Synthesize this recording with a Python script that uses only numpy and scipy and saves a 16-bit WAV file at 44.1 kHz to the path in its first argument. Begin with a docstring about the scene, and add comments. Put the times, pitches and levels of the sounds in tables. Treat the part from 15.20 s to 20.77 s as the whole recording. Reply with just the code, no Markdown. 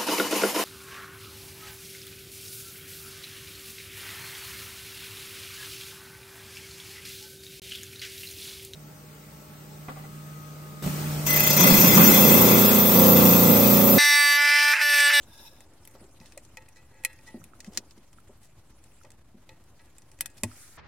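"""Latches snap and set a sheet-metal case ringing, the case knocks and scrapes, sleeves and cables rustle.
Hands are plugging plastic connectors into an electronics case inside a parked car, over a quiet low
background, in a small padded cabin, heard through a close pair of microphones.
Snaps and hisses are shaped noise, rings are decaying sines, and a dense noise tail echoes the handling."""
import sys
import numpy as np
from scipy import signal
from scipy.fft import rfft, irfft
from scipy.io import wavfile
from scipy.ndimage import uniform_filter1d

SR = 44100
rng = np.random.default_rng(int(sys.argv[2]) if len(sys.argv) > 2 else 0)


def put_to_file(sound):
    """Save the sound as 16-bit audio at rate SR, in the file named by the first command-line argument."""
    columns = np.atleast_2d(sound).T  # one column per channel
    safe = np.clip(columns, -1, 1)
    whole_steps = np.round(safe * 32767)
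    wavfile.write(sys.argv[1], SR, whole_steps.astype(np.int16))


def volts_from_db(level):
    """Convert decibel levels to linear amplitude ratios."""
    exponent = np.asarray(level, float) / 20
    return 10 ** exponent


N = 245763  # length in samples


def evened(x):
    """Scales to rms 1."""
    return x / np.sqrt(np.mean(x ** 2) + 1e-20)


def read(points, hz):
    """Reads a table at the frequencies hz, straight between points on a log frequency axis."""
    f, value = np.transpose(points)
    return np.interp(np.log(hz + 1), np.log(f + 1), value)


def add(mix, start_s, sound, pan_db=0):
    """Places a sound in both channels; positive pan_db leans left."""
    part = mix[:, round(start_s * SR):][:, :sound.shape[-1]]
    part += sound[..., :part.shape[1]] * volts_from_db(np.array([[pan_db / 2], [-pan_db / 2]]))


def ring(modes, weights, size):
    """Decaying sines; weights scale each mode and set its sign."""
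    t = np.arange(size) / SR
    return sum(weight * volts_from_db(db - 60 * t / t60) * np.sin(2 * np.pi * hz * t)
               for (hz, db, t60), weight in zip(modes, weights))


def wobble(size, seconds):
    """Slow random curve of rms 1, from noise through a one-pole smoother."""
    settled = signal.lfilter([1], [1, -np.exp(-1 / (seconds * SR))], rng.standard_normal(size + SR))[SR:]
    return evened(settled)


# how far the two microphones differ at each pitch: [pitch_hz, side_over_mid_db]
MIC_DIFFERENCE = [(60, -37.5), (150, -18), (380, -19), (950, -11), (2380, -5), (5980, 2), (15000, 0)]


def pair(a, b, hz):
    """Two channels from spectra a and b, alike in the bass and apart in the treble."""
    side = b * volts_from_db(read(MIC_DIFFERENCE, hz))
    return np.array([a + side, a - side])


def noise(spectrum, patchy_db, flicker_db):
    """Stereo noise in short frames with random patches and a flicker shared by all bands; mid rms 1."""
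    frames = N // 128 + 6
    a, b, c, d, patches = rng.standard_normal((frames, 257, 5)).T
    patches = evened(uniform_filter1d(uniform_filter1d(patches, 16, 0), 10, 1))
    flicker = evened(uniform_filter1d(rng.standard_normal(frames), 6))
    z = np.array([a + 1j * b, c + 1j * d]) * volts_from_db(patchy_db * patches + flicker_db * flicker)
    white = signal.istft(z, nperseg=512, noverlap=384)[1][:, :N]
    hz = np.fft.rfftfreq(N, 1 / SR)
    x = irfft(pair(*(rfft(white) * volts_from_db(read(spectrum, hz))), hz), N)
    return x / np.std(x.mean(0))


# low background of the car: [pitch_hz, relative level_db per Hz]
BACKGROUND = [(18, -30), (30, 0), (48, -7), (111, -8), (178, -17.5), (361, -21), (457, -27.5), (928, -27.5),
              (1210, -30), (5360, -41.5), (7950, -41.5), (12700, -44), (15700, -53.5)]
BACKGROUND_DB = -59


def background():
    """Steady low noise with a slight flicker."""
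    return volts_from_db(BACKGROUND_DB) * noise(BACKGROUND, patchy_db=0.16, flicker_db=2.5)


# levels of cloth and hands: [start_s, cloth and cable hiss level_db, muffled handling level_db]
RUSTLE_LEVELS = [(0.0, -60, -62.5), (0.28, -67, -61), (0.46, -68.5, -60.5), (0.71, -63.5, -62),
                 (0.91, -64, -59), (1.68, -71, -68), (1.92, -64, -65.5), (2.65, -67.5, -57.5),
                 (2.79, -66, -66.5), (2.95, -70.5, -69), (3.5, -71, -67.5), (3.79, -61.5, -67),
                 (3.94, -83, -70), (4.16, -78.5, -71.5), (4.67, -69.5, -67), (5.24, -67, -64.5),
                 (5.37, -59, -63), (5.57, -69, -69)]
# colour of cloth and cables: [pitch_hz, relative level_db per Hz]
CLOTH_COLOUR = [(880, -22), (1500, -4.5), (2220, -1.5), (3220, -5), (3450, -7.5), (9650, -3.5),
                (15600, -17.5)]
# colour of hands on the case: [pitch_hz, relative level_db per Hz]
HANDLING_COLOUR = [(35, -24.5), (60, 8.5), (140, -14), (306, -1.5), (440, -11.5), (532, -7), (1500, -18),
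                   (1950, -44.5), (3300, -120)]
SLIPS_PER_S, SLIP_DECAY_S = 120, 0.013


def rustle():
    """Cloth and cables hiss and crackle; hands on the case make a muffled rumble."""
    start_s, hiss_db, rumble_db = np.transpose(RUSTLE_LEVELS)
    t = np.arange(N) / SR
    slips = (rng.random(N) < SLIPS_PER_S / SR) * volts_from_db(1.7 * np.minimum(rng.exponential(1, N), 4))
    # each fibre slip flares and dies
    crackle = 1 + 0.18 * signal.lfilter([1], [1, -np.exp(-1 / (SLIP_DECAY_S * SR))], slips)
    cloth = evened(crackle * noise(CLOTH_COLOUR, patchy_db=4.5, flicker_db=-2.0))
    handling = noise(HANDLING_COLOUR, patchy_db=1.0, flicker_db=2.5)
    return volts_from_db(np.interp(t, start_s, hiss_db)) * cloth + volts_from_db(np.interp(t, start_s, rumble_db)) * handling


# resonances of the rubbed metal: [pitch_hz, width_hz, relative level_db]
SCRAPED_MODES = [(922, 48, -1), (1650, 20, 1), (2770, 126, -8), (3595, 59, -4.5), (3856, 40, 2),
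                 (5270, 240, -6.5), (9260, 110, -4.5), (11700, 64, -4.5), (12700, 67, -17),
                 (13300, 83, -24), (13600, 130, -36), (15000, 62, -20)]
# the drag starts, bites, lets go, settles, stops; levels are relative to an rms of 2
SCRAPE_S = (0, 0.13, 0.275, 0.3, 0.45)
SCRAPE_DB = (-87, -62.5, -57, -66.5, -71)
WAVER_DB, WAVER_S = 2.5, 0.036  # each rubbed resonance comes and goes; depth before smoothing


def scrape():
    """Fine friction drives the resonances of the rubbed metal over a diffuse hiss."""
    t = np.arange(0, 0.47, 1 / SR)
    roughness = evened(uniform_filter1d(rng.standard_normal(len(t)), 200))
    grit = rng.standard_normal((2, len(t))) * volts_from_db(2 * roughness)
    hz = np.fft.rfftfreq(len(t), 1 / SR)
    body = volts_from_db(-22) * rfft(grit)  # the diffuse hiss
    for mode_hz, width_hz, db in SCRAPED_MODES:
        waver_db = WAVER_DB * uniform_filter1d(wobble(len(t), WAVER_S), size=400)
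        body = body + rfft(grit * volts_from_db(db + waver_db)) / (1 + 1j * (hz - mode_hz) / width_hz)
    drag = volts_from_db(np.interp(t, SCRAPE_S, SCRAPE_DB, right=-99))
    out = np.zeros((2, N))
    add(out, 0, drag * 2 * evened(irfft(pair(*body, hz), len(t))))
    return out


# colour of cracking plastic: [pitch_hz, relative level_db per Hz]
CRACK_COLOUR = [(400, -29.5), (1200, -11), (1800, 5.5), (3000, 1), (6000, -2), (10000, -1.5), (13000, -4),
                (16500, -7)]


def burst(grit, centre_hz, width):
    """Stereo plastic noise with a peak at centre_hz over the crack colour; mid rms 1."""
    size = grit.shape[1]
    hz = np.fft.rfftfreq(size, 1 / SR)
    colour = volts_from_db(read(CRACK_COLOUR, hz)) * (0.19 + 1 / (1 + ((hz / centre_hz - 1) / width) ** 2))
    x = irfft(pair(*(rfft(grit) * colour * [[1], [0.6]]), hz), size)
    return x / np.std(x.mean(0))


# modes of the sheet-metal case: [pitch_hz, relative level_db, t60_s]
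CASE_MODES = [(490, -15, 0.24), (522.4, -12.5, 0.21), (777, -16, 0.17), (874, -8, 0.17), (930, -14, 0.16),
              (1306, -17.5, 0.23), (1676, -15, 0.41), (1870, -11, 0.44), (1966, -5.5, 0.22),
              (2070, -20.5, 0.31), (2155, -14, 0.35), (2330, -4, 0.083), (2519, -12.5, 0.268),
              (2595, -13, 0.17), (2690, -19, 0.45), (3171, -25, .25), (3440, -22, .12),
              (3480, -16.5, 0.316), (3590, -27, .22), (4060, -11, .2), (4300, -6, 0.081), (5200, -22, 0.21)]
CASE_OCTAVES = np.log2(np.transpose(CASE_MODES)[0] / 1900)  # pitch in octaves from 1900 Hz
BUZZ, BUZZ_S = 0.25, 0.013  # share of roughness, grain in s


def case_ring(weights, size):
    """The sheet metal rings in its modes; loose brackets roughen the ring."""
    return ring(CASE_MODES, weights, size) * (1 - BUZZ + BUZZ * wobble(size, BUZZ_S))


# latch clicks: [start_s, level_db, snap pitch_hz, housing level_db, case level_db],
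# the last two relative to the click's own level
LATCH_CLICKS = [(0.406, -42.5, 7500, -32, -23), (0.6518, -40, 9500, -34, -29.5),
                (0.6749, -38.5, 11800, -28, -22), (1.0125, -49, 5260, -6.5, -10),
                (1.1219, -42, 5230, -15, -35), (1.1764, -34, 7500, -9.5, -48),
                (1.2505, -45.5, 6500, -31, -29), (1.371, -35, 6100, -0.5, -11),
                (1.4834, -59.5, 4150, 6, -17), (1.8368, -41, 9210, -4, -14.5),
                (1.8488, -13.5, 9500, -6, -24.5), (1.9304, -48.5, 8900, -5, -38),
                (1.9892, -53.5, 5760, 2.5, -10), (2.2405, -37.5, 10100, -16.5, -26.5),
                (2.4042, -33.5, 6160, -23, -40), (2.4454, -38, 5300, -19.5, -23),
                (2.5741, -14.5, 5830, -22, -65), (2.7094, -43.5, 4700, -43, -39),
                (2.9301, -47.5, 7450, -20, -42), (3.64, -48.5, 7750, -30, -24),
                (3.835, -49, 6980, -24, -24), (3.8487, -51, 6600, -3, -13), (3.9043, -44, 7600, -30, -30),
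                (3.9178, -47.5, 7600, -32, -33), (4.2918, -41.5, 3840, -8.5, -13),
                (4.783, -42, 8150, -16, -30), (4.916, -46, 8000, -14, -24), (4.989, -48, 7000, -8, -22),
                (5.0083, -15, 10800, -24, -31), (5.0586, -26.5, 9350, -15.5, -30),
                (5.181, -48.5, 4250, -11, -14.5), (5.2345, -14, 8560, -13.5, -37)]
# modes of the plastic housing: [pitch_hz, relative level_db, t60_s]
HOUSING_MODES = [(1920, -2, .028), (2180, -10, .025), (2480, 0, .03), (3300, -12, .018)]
# where the fingers work: [start_s, left over right level_db]
FINGER_PLACE = [(0, 2), (1.4, 3.5), (1.85, -2), (2.57, 3), (5.0, -1), (5.06, 10.5), (5.23, 1)]
# loose plugs touch at random; TICK_DB is the faintest, TICK_HZ the middle pitch
TICKS_PER_S, TICK_DB, TICK_SPREAD_DB, TICK_HZ = 4, -56.5, 3, 7000
TICK_HOUSING_DB, TICK_CASE_DB = -20, -25


def clicks():
    """A latch snaps: a crack of a few ms, its plastic housing rings briefly, the metal case rings on."""
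    out, t = np.zeros((2, N)), np.arange(3072) / SR
    draws = rng.random((int(TICKS_PER_S * N / SR), 3))
    ticks = [(when * N / SR, TICK_DB - TICK_SPREAD_DB * np.log(1 - force), TICK_HZ * (0.5 + pitch),
              TICK_HOUSING_DB, TICK_CASE_DB) for when, force, pitch in draws]
    events = list(LATCH_CLICKS) + ticks
    chance = rng.standard_normal((len(events), 2, 3072))
    shape = np.minimum(t / 0.00014, 1) * (volts_from_db(-60 * t / 0.0092) + 0.22 * volts_from_db(-60 * t / 0.049))
    swell = np.minimum(np.arange(3000) / SR / 0.00087, 1)  # the housing takes a moment to start
    modes = len(CASE_MODES)
    for (start_s, db, snap_hz, housing_db, case_db), grit in zip(events, chance):
        pan_db = np.interp(start_s, *np.transpose(FINGER_PLACE))
        crack = 0.6 * shape * burst(grit, snap_hz, 0.26)
        add(out, start_s, volts_from_db(db) * crack, pan_db)
        housing = swell * ring(HOUSING_MODES, [1, -1, 1, -1] * volts_from_db(grit[1, :4]), size=3000)
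        add(out, start_s, volts_from_db(db + housing_db) * housing, pan_db / 4)
        # light blows favour the low modes
        tilt_db = 0.24 * (db + 14.5) * CASE_OCTAVES + 1.5 * grit[0, :modes]
        metal = case_ring(np.sign(grit[1, :modes]) * volts_from_db(tilt_db), size=20000)
        add(out, start_s, volts_from_db(db + case_db) * metal)
    return out


# a plug slides in its socket: [start_s, length_s, level_db, hiss pitch_hz, case level_db over the hiss]
PLUG_RUBS = [(0.741, 0.024, -60.5, 4970, -7), (1.002, 0.13, -63, 5070, -29), (1.541, 0.061, -63, 6150, 2),
             (1.68, .15, -76, 8100, 15), (2.058, 0.043, -57, 6200, 3), (2.451, 0.032, -56.5, 5500, -19),
             (2.514, 0.083, -54.5, 6040, -33), (2.768, 0.026, -63.5, 4960, -6),
             (3.211, 0.075, -62, 8100, -24), (4.585, 0.023, -62.5, 3700, 4),
             (4.758, 0.024, -67.5, 5100, -8), (5.002, 0.022, -46.5, 5970, -3),
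             (5.166, 0.027, -55, 7200, -21)]
RUB_RISE = 0.45  # share of a slide spent rising


def rubs():
    """Sliding plastic hisses unevenly, and the same grit shakes the case."""
    out = np.zeros((2, N))
    case = case_ring(volts_from_db(-3 * CASE_OCTAVES + 2 * rng.standard_normal(len(CASE_MODES))), size=12000)
    for start_s, length_s, db, hz, case_db in PLUG_RUBS:
        grit = rng.standard_normal((3, 16384))
        u = np.arange(round(length_s * SR)) / (length_s * SR)
        unevenness = volts_from_db(3.9 * evened(uniform_filter1d(grit[2], 130)))[:len(u)]
        push = np.minimum(u / RUB_RISE, (1 - u) / (1 - RUB_RISE)) * unevenness
        add(out, start_s, volts_from_db(db) * push * burst(grit[:2], hz, 0.5)[:, :len(u)])
        shaken = signal.fftconvolve(push * grit[0, :len(u)], case) / np.linalg.norm(case)
        add(out, start_s, volts_from_db(db + case_db) * shaken)
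    return out


# dull knocks of case and knuckles on the trim: [start_s, level_db, pitch_hz, rattle t60_s]
DULL_KNOCKS = [(0.75, -39.5, 537, 0.1), (0.812, -42.5, 288, 0.17), (0.843, -45.5, 316, 0.064),
               (1.004, -41.5, 151, 0.073), (1.172, -34.5, 564, 0.032), (2.142, -27.5, 288, 0.058),
               (2.169, -37.5, 293, 0.051), (2.198, -42, 149, 0.25), (2.474, -36.5, 214, 0.11),
               (2.575, -35, 310, 0.082), (2.775, -41.5, 317, 0.062), (3.093, -43, 410, 0.11),
               (3.845, -42.5, 490, 0.14), (4.142, -46, 210, 0.23), (5.232, -22, 231, 0.075)]
# modes of the hollow console trim: [pitch_hz, relative level_db, t60_s]
CONSOLE_MODES = [(102.8, 0.5, 0.16), (249, -11, 0.18), (332, -10, 0.1), (585, 0, 0.03), (890, -5, 0.052),
                 (1058, 2.5, 0.034)]
BUMP_S, BUMP_DB = 5.2345, -28  # the case is set against the console


def knocks():
    """Soft blows: a short damped low mode and a broad loose rattle, and the console boom."""
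    out, t = np.zeros((2, N)), np.arange(12000) / SR
    rise, every_hz = np.minimum(t / 0.0032, 1), np.fft.rfftfreq(12000, 1 / SR)
    for start_s, db, hz, t60 in DULL_KNOCKS:
        blow = ring([(hz, db, 0.035), (1.76 * hz, db - 21.5, 0.03)], [1, -1], size=12000)
        band = np.exp(-(np.log(every_hz / hz + 1e-9) / 0.84) ** 2)
        rattle = evened(irfft(rfft(rng.standard_normal(12000)) * band, 12000))
        add(out, start_s, rise * (blow + rattle * volts_from_db(db - 10 - 60 * t / max(t60, 0.01))))
    boom = ring(CONSOLE_MODES, np.ones(len(CONSOLE_MODES)), size=12000)
    add(out, BUMP_S, volts_from_db(BUMP_DB) * rise * boom)
    return out


# small hollow pops off to the right:
# [start_s, level_db before a gain of 1.5, pitch_hz, left over right level_db]
HOLLOW_POPS = [(2.2165, -57, 1310, -20), (2.335, -50.5, 1300, -16), (2.985, -50.5, 1340, -12),
               (3.813, -56, 1330, -14), (5.315, -52, 1310, -19)]


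def pops():
    """Short hollow blips off to the right, each one fast-decaying sine."""
    out = np.zeros((2, N))
    rise = np.minimum(np.arange(2000) / SR / 0.00033, 1)
    for start_s, db, hz, pan_db in HOLLOW_POPS:
        add(out, start_s, rise * ring([(hz, db, 0.022)], [1.5], size=2000), pan_db)
    return out


# colour of the sleeve: [pitch_hz, relative level_db per Hz]
SLEEVE_COLOUR = [(590, -37), (1000, -13), (1060, -11), (1320, 1), (2200, -1), (3190, -11), (3460, -8.5),
                 (9600, 0), (16000, -15)]
SWISH_S, SWISH_DB = (5.24, 5.42, 5.66), (-65.5, -54.5, -65)  # the sleeve starts, is fullest, fades


def swish():
    """The sleeve sweeps away: smooth cloth noise that swells and fades."""
    level = volts_from_db(np.interp(np.arange(N) / SR, SWISH_S, SWISH_DB, left=-99))
    return level * noise(SLEEVE_COLOUR, patchy_db=1.5, flicker_db=0.7)


# decay of the padded cabin: [pitch_hz, t60_s]
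CABIN_DECAY = [(300, 0.12), (1500, 0.03), (5000, 0.035), (14000, 0.011)]


def cabin(x):
    """Dense reflections from glass and trim, each band dying at its own speed."""
    hz, t, z = signal.stft(rng.standard_normal((2, 8192)), SR, nperseg=128)
    decay = volts_from_db(-60 * t / read(CABIN_DECAY, hz)[:, None])
    tail = signal.istft(pair(*z, hz[:, None]) * decay, SR, nperseg=128)[1]
    tail = np.pad(tail, ((0, 0), (60, 0)))  # samples: the nearest panel is half a metre further
    return signal.fftconvolve(x.mean(0)[None], tail / np.linalg.norm(tail[0]), axes=1)[:, :N]


def scene():
    """Handling sounds with their cabin echo over the background."""
    hands = scrape() + clicks() + rubs() + knocks()
    echo = volts_from_db(-5.5) * cabin(hands)
    return background() + rustle() + hands + echo + pops() + swish()


def low_pass(x):
    """Removes everything above the highest recorded frequency."""
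    return signal.sosfilt(signal.butter(12, 17000, fs=SR, output="sos"), x)


OFFSET = -0.0016  # constant shift from the converter, full scale 1
BASS_CUT_HZ, EDGE_HZ = 43, 16600


def record(dry):
    """Bass cut of the microphones, band limit, converter offset."""
    bass_cut = signal.butter(3, BASS_CUT_HZ, "highpass", fs=SR, output="sos")
    x = signal.sosfilt(bass_cut, dry)
    band_limit = signal.firwin(255, EDGE_HZ, window=("kaiser", 9), fs=SR)
    x = signal.oaconvolve(x, band_limit[None], "same")
    return low_pass(x + OFFSET)


dry = scene()
out = record(dry)
put_to_file(out)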